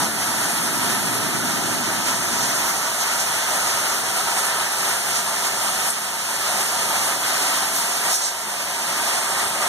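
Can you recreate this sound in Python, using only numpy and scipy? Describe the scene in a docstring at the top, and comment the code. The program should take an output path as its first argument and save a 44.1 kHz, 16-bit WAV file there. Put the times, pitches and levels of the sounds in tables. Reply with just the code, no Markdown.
"""A factory floor, heard through a phone's two microphone ports as a large boat floats by on air casters.
Compressed air leaks from under their skirts: a hollow roar from the gap below the hull, a bright hiss,
at first the low rumble of a fluttering skirt, now and then a spurt or the squeak of a seal. Farther off
the hall drones and motors hum. The ports spread the hiss wide, and the phone's gain control ducks
after the sharpest sounds."""
import sys
import numpy as np
from scipy import signal
from scipy.fft import rfft, irfft, next_fast_len
from scipy.io import wavfile
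from scipy.ndimage import uniform_filter1d, minimum_filter1d

SR = 44100
rng = np.random.default_rng(int(sys.argv[2]) if len(sys.argv) > 2 else 0)


def unload_audio(sound):
    """Save the sound as a 16-bit wav file, at the path given as the first command line argument."""
    columns = np.transpose(np.atleast_2d(sound))
    # keep every value between -1 and 1, then stretch to whole-number steps
    steps = np.round(np.clip(columns, -1, 1) * 32767)
    wavfile.write(sys.argv[1], SR, steps.astype(np.int16))


N = 426888
TIME, FREQ = np.arange(N) / SR, np.maximum(np.arange(N // 2 + 1) * SR / N, 1)
TOP_HZ = 15350  # upper edge of the phone's range


def undb(db):
    """Decibels to gain."""
    return np.exp(np.asarray(db) * np.log(10) / 20)


def over_time(rows, column=1):
    """One column of a curve at every sample."""
    rows = np.array(rows)
    return np.interp(TIME, rows[:, 0], rows[:, column])


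def over_freq(rows):
    """A spectrum's level at every frequency."""
    rows = np.array(rows)
    return np.interp(np.log(FREQ), np.log(rows[:, 0]), rows[:, 1])


def bell(x, centre, width):
    """A smooth hump of height 1 and the given width at half height."""
    return np.exp2(-np.minimum((2 * (x - centre) / width) ** 2, 60))


def walk(rate):
    """Random levels, rate a second, joined by straight lines; spread near 1."""
    return np.interp(TIME * rate, np.arange(512), 1.2 * rng.standard_normal(512))


# The microphone ports swing in and out of phase along the spectrum. Each row: frequency in Hz,
# likeness from -1 opposed to 1 alike (held flat beyond), lead of the right port up to the next row.
PORT_PHASE = [(30, .3, .5), (470, .5, 0), (700, .9, 0), (1330, 1.0, .3), (2515, -1.12, -.2),
              (3690, 1.03, .1), (4960, -.985, -.2), (6220, .86, .33), (7620, -.89, -.36), (8900, .95, .46),
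              (10030, -.97, -.47), (11130, .92, .3), (12450, -.85, 0), (13750, .5, 0), (15250, -.6, 0)]
# Balance at the phone. Each row: frequency in Hz, left minus right in dB.
PORT_BALANCE = [(70, 5), (115, 0), (170, 2.2), (300, -.9), (800, .2), (1400, 0), (1800, -1.2), (2300, 0),
                (3800, .2), (4600, 1.3), (5400, -2.2), (6000, -.7), (6900, -2.5), (8500, -2), (9300, -.2),
                (11600, -2.3), (13000, -.4)]


def noise_at_ports():
    """Spectrum of white noise, 0 dB per Hz, as it reaches the left and right port."""
    left, unrelated = rfft(rng.standard_normal((2, N))) * np.sqrt(SR / 2)
    hz, alike, lead = np.array(PORT_PHASE).T
    part, row = np.modf(np.interp(FREQ, hz, np.arange(len(hz))))
    eased_row = row + (1 - np.cos(np.pi * part)) / 2
    swing = np.clip(np.interp(eased_row, np.arange(len(hz)), alike), -.99997, .99997)
    # the air comes from one side, which turns the phase in between
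    likeness = swing + 1j * lead[row.astype(int)] * np.sin(np.pi * part) * np.sqrt(1 - swing ** 2)
    right = likeness * left + np.sqrt(np.maximum(1 - abs(likeness) ** 2, 0)) * unrelated
    return np.array([left, right]) * undb(np.outer([.5, -.5], over_freq(PORT_BALANCE)))


# Room tone, all around the phone. Each row: frequency in Hz, level in dB per Hz.
HALL_SPECTRUM = [(20, -100), (60, -81), (125, -73.5), (200, -68.5), (400, -70.5), (600, -75), (1500, -104)]


def hall_drone():
    """The steady low noise of the hall."""
    return irfft(noise_at_ports() * undb(over_freq(HALL_SPECTRUM)), N)


# Motors farther off in the hall.
# Each row: loudest moment in seconds, length in seconds, pitch in Hz, peak level in dB.
MOTOR_RUNS = [(4.6, 7, 118.5, -55), (6.2, 3.4, 203, -50.5), (7.58, 0.9, 291, -44.5), (4.2, 1.3, 398, -48.5),
              (5.7, 1, 398, -45.5)]


def motors(waver_db=1.0, waver_hz=0.59):
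    """Each motor swells and fades, humming faintly and unevenly."""
    out = 0
    for at, length, hz, db in MOTOR_RUNS:
        tone = np.sin(2 * np.pi * np.cumsum(hz + waver_hz * walk(9)) / SR)
        out = out + undb(db + waver_db * walk(1.95)) * bell(TIME, at, length) * tone
    return out


def reflections(x, echo_db=-18, wander_s=0.00025, count=6):
    """Echoes off hull and floor comb the sound finely; the combs slide as boat and phone move."""
    bright = signal.sosfilt(signal.butter(1, 900, "high", fs=SR, output="sos"), x)
    out = x
    for lag_s in np.geomspace(.006, .024, count):
        then = TIME - lag_s - wander_s * walk(.7)
        out = out + undb(echo_db) * np.array([np.interp(then, TIME, side, left=0) for side in bright])
    return out


# Resonances between hull and floor, heard from outside the gap. Each row: first and last centre
# in Hz, width in Hz, first and last lift in dB.
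GAP_RESONANCES = [(116.6, 120, 15, 4, 3), (175, 194, 73, 0.5, 2), (412, 387, 89, 5, 3.5),
                  (735, 726, 84, 2, 3), (825, 830, 60, -0.5, -0.8), (931, 937, 123, 5, 4),
                  (1085, 1085, 69, -1.5, -1.5), (1307, 1240, 163, 5.5, 3), (1476, 1400, 170, 3, -0.8),
                  (1800, 1850, 140, 3.5, 0)]


def under_hull(x):
    """The gap rings; as the boat glides, its resonances fade from their first to their last shape."""
    first_db = sum(db * bell(FREQ, hz, width) for hz, _, width, db, _ in GAP_RESONANCES)
    last_db = sum(db * bell(FREQ, hz, width) for _, hz, width, _, db in GAP_RESONANCES)
    spectrum, travel = rfft(x), TIME / TIME[-1]
    first, last = irfft(spectrum * undb(first_db), N), irfft(spectrum * undb(last_db), N)
    return (1 - travel) * first + travel * last


# A skirt fluttering down at the floor. Each row: frequency in Hz, level in dB per Hz.
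SKIRT_SPECTRUM = [(30, -99), (75, -83), (110, -63.5), (170, -60.5), (250, -55), (340, -59), (430, -74),
                  (560, -80), (1000, -99)]
# How strongly it flutters. Each row: time in seconds, gain in dB.
SKIRT_FLUTTER = [(0, 6.5), (.12, -4), (.5, -1.5), (.9, 1), (1.4, 2), (1.75, 1), (2.05, -2), (2.4, -2),
                 (2.7, -6.5), (3.1, -20), (3.7, -10.5), (4.1, -22), (6.4, -22), (6.9, -10), (7.3, -17),
                 (8.4, -23), (9.68, -13)]


def skirt_rumble():
    """A skirt flutters on the floor and rumbles, mostly in the first seconds."""
    rumble = irfft(noise_at_ports() * undb(over_freq(SKIRT_SPECTRUM)), N)
    return rumble * undb(over_time(SKIRT_FLUTTER))


# Rubber seals, a touch left of the microphone. Each row: middle in seconds, glide length in seconds,
# start and end pitch in Hz, peak level in dB.
SEAL_SQUEAKS = [(2.694, 0.014, 12000, 11200, -24.5), (2.708, .024, 13300, 12300, -25.5),
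                (5.884, .005, 10900, 10500, -20), (5.906, 0.0126, 8850, 7900, -13.5),
                (5.919, 0.013, 8300, 7700, -21)]


def squeaks(right_lag_s=.00003):
    """A seal snaps against the floor and gives a tiny falling whistle."""
    out = 0
    for at, length, start_hz, end_hz, db in SEAL_SQUEAKS:
        hz = np.interp(TIME, [at - length / 2, at + length / 2], [start_hz, end_hz])
        turns = np.cumsum(hz) / SR - np.outer([0, right_lag_s], hz)
        out = out + undb(db) * bell(TIME, at, length / 2) * np.sin(2 * np.pi * turns)
    return out


# Short spurts and longer leaks at floor level. Each row: middle in seconds, length in seconds,
# centre in Hz, width in Hz, peak level in dB per Hz.
SKIRT_JETS = [(.6, 1.1, 10700, 1600, -64.5), (2.447, 0.11, 6940, 4000, -70), (2.68, .07, 12300, 3500, -68),
              (2.8, 1.9, 6230, 1100, -65.5), (3.017, 0.028, 6100, 5000, -64),
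              (3.21, 0.021, 6040, 5000, -61.5), (4.39, 0.04, 8000, 3000, -63),
              (5.172, 0.047, 6200, 4550, -61), (5.87, 0.087, 10300, 3000, -66),
              (5.895, 0.051, 6500, 4000, -65), (7.074, .04, 9500, 4000, -65),
              (7.78, 0.048, 7000, 7000, -61.5), (8.085, 0.048, 960, 490, -56),
              (8.145, 0.049, 6700, 4800, -54), (8.153, 0.036, 5800, 300, -54),
              (8.145, 0.032, 13700, 700, -73), (8.25, 0.062, 6200, 3540, -54), (9.4, .7, 8400, 1400, -65)]


def spurts():
    """Where a skirt lifts, air jets through a narrow opening, sometimes close to whistling."""
    air, out = irfft(noise_at_ports(), N), np.zeros((2, N))
    for at, length, hz, width, db in SKIRT_JETS:
        near = np.flatnonzero(abs(TIME - at) < 2 * length)
        size = next_fast_len(len(near))
        freq = np.maximum(np.fft.rfftfreq(size, 1 / SR), 1)
        band = bell(np.log(freq / hz), 0, width / hz)
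        puff = irfft(rfft(air[:, near], size) * np.sqrt(band), size)[:, :len(near)]
        out[:, near] += undb(db) * puff * np.sqrt(bell(TIME[near], at, length))
    return out


# The leak drifts as the boat glides by. Each row: time in seconds, roar gain in dB, hiss gain in dB.
LEAK_DRIFT = [(0.1, 0, 0), (.3, 0.1, 0.2), (.7, -1.1, -1), (1.6, -1, -1.4), (2.8, -1.1, -0.4),
              (3.65, 1.6, 1), (4.1, 1, 1), (5.3, -0.6, -0.2), (6.1, 0, 0.5), (6.7, 0.9, 1.2),
              (7.5, 2.3, 2.2), (7.9, 1.3, 2.3), (8.65, -0.4, -0.5), (9.08, 0, -0.8), (9.68, -0.5, -3.5)]
# A caster vents its cushion. Each row: middle in seconds, length in seconds, lift of the roar in dB.
VENT_SURGES = [(.02, 0.041, 1.5), (0.895, 0.14, 2), (2.084, 0.049, 3.5), (2.415, 0.16, 1.4),
               (2.62, 0.19, 1.7), (4.183, 0.047, 1.5), (4.493, 0.3, 1.5), (4.88, 0.081, 2),
               (5.462, 0.042, 3.5), (5.658, 0.067, 1.5), (8.078, 0.078, 2), (9.11, 0.18, 2),
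               (9.41, 0.12, 3.5), (9.644, 0.09, 4)]
# A skirt settles and seals. Each row: middle in seconds, length in seconds, drop of the roar in dB.
SEALING_LULLS = [(0.126, 0.086, 3), (2.265, .07, 1.5), (4.03, 0.12, 2), (4.27, 0.071, 1.5),
                 (4.68, 0.048, 1), (7.188, 0.091, 1.5), (7.7, 0.092, 3), (8.78, 0.06, 1.8)]


def flow_db(wobble_db=0.48, wobble_per_s=40, hiss_share=0.87):
    """Gains of roar and hiss: slow drift, then surges, lulls and a wobble that the hiss partly follows."""
    surge_db = sum(db * bell(TIME, at, length) for at, length, db in VENT_SURGES)
    lull_db = sum(db * bell(TIME, at, length) for at, length, db in SEALING_LULLS)
    swing_db = surge_db - lull_db + wobble_db * walk(wobble_per_s)
    return over_time(LEAK_DRIFT, 1) + swing_db, over_time(LEAK_DRIFT, 2) + hiss_share * swing_db


# The main leak under the skirts, in the foreground. Each row: frequency in Hz, level in dB per Hz.
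LEAK_SPECTRUM = [(20, -104), (125, -81), (200, -77.5), (480, -68.5), (620, -59), (1600, -60.5),
                 (2600, -61.5), (3600, -65.5), (4900, -64), (6000, -63.5), (7900, -64), (10000, -64),
                 (11200, -66), (12600, -71.5), (14000, -74.5), (15500, -79.5)]


def caster_leak(drift_db=-0.23, flicker_db=0.74, flicker_per_s=36, bands=8):
    """Escaping air: eddies of each size surge with the flow, swell slowly and flicker on their own."""
    air = noise_at_ports() * undb(over_freq(LEAK_SPECTRUM))
    roar_db, hiss_db = flow_db()
    centres = np.geomspace(400, TOP_HZ, bands)
    out = 0
    for hz, share in zip(centres, np.eye(bands)):
        eddies = irfft(air * np.interp(FREQ, centres, share), N)
        fine = np.interp(hz, [1200, 4000], [0, 1])  # big eddies roar, small ones hiss
        unrest_db = drift_db * walk(0.44) + flicker_db * walk(flicker_per_s)
        out = out + eddies * undb(roar_db + fine * (hiss_db - roar_db) + unrest_db)
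    return out


def scene():
    """From where the phone is held: all the air around the boat, over the hum of the hall."""
    hollow_air = under_hull(skirt_rumble() + hall_drone() + caster_leak())
    return reflections(hollow_air + spurts()) + squeaks() + motors()


def gain_control(x, threshold_db=-20.0, slope=0.73, attack_s=0.005, hold_s=0.25, release_db_per_s=10):
    """Sharp treble peaks pull the phone's gain down; it holds, then climbs back slowly."""
    treble_power = np.mean(np.diff(x, prepend=0) ** 2, axis=0)
    treble_db = 10 * np.log10(np.maximum(uniform_filter1d(treble_power, size=160), 1e-12))
    cut_db = slope * np.maximum(treble_db - threshold_db, 0)
    hold = int(hold_s * SR)
    held_db = -minimum_filter1d(-cut_db, hold, origin=(hold - 1) // 2)
    climb_db = release_db_per_s * TIME
    released_db = np.maximum.accumulate(held_db + climb_db) - climb_db
    pole = np.exp(-1 / (attack_s * SR))
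    return x * undb(-signal.lfilter([1 - pole], [1, -pole], released_db))


def record(dry):
    """The phone rides the gain and cuts the top."""
    low_pass = signal.ellip(10, .1, 80, TOP_HZ, fs=SR, output="sos")
    return signal.sosfilt(low_pass, gain_control(dry))


dry = scene()
out = record(dry)
unload_audio(out)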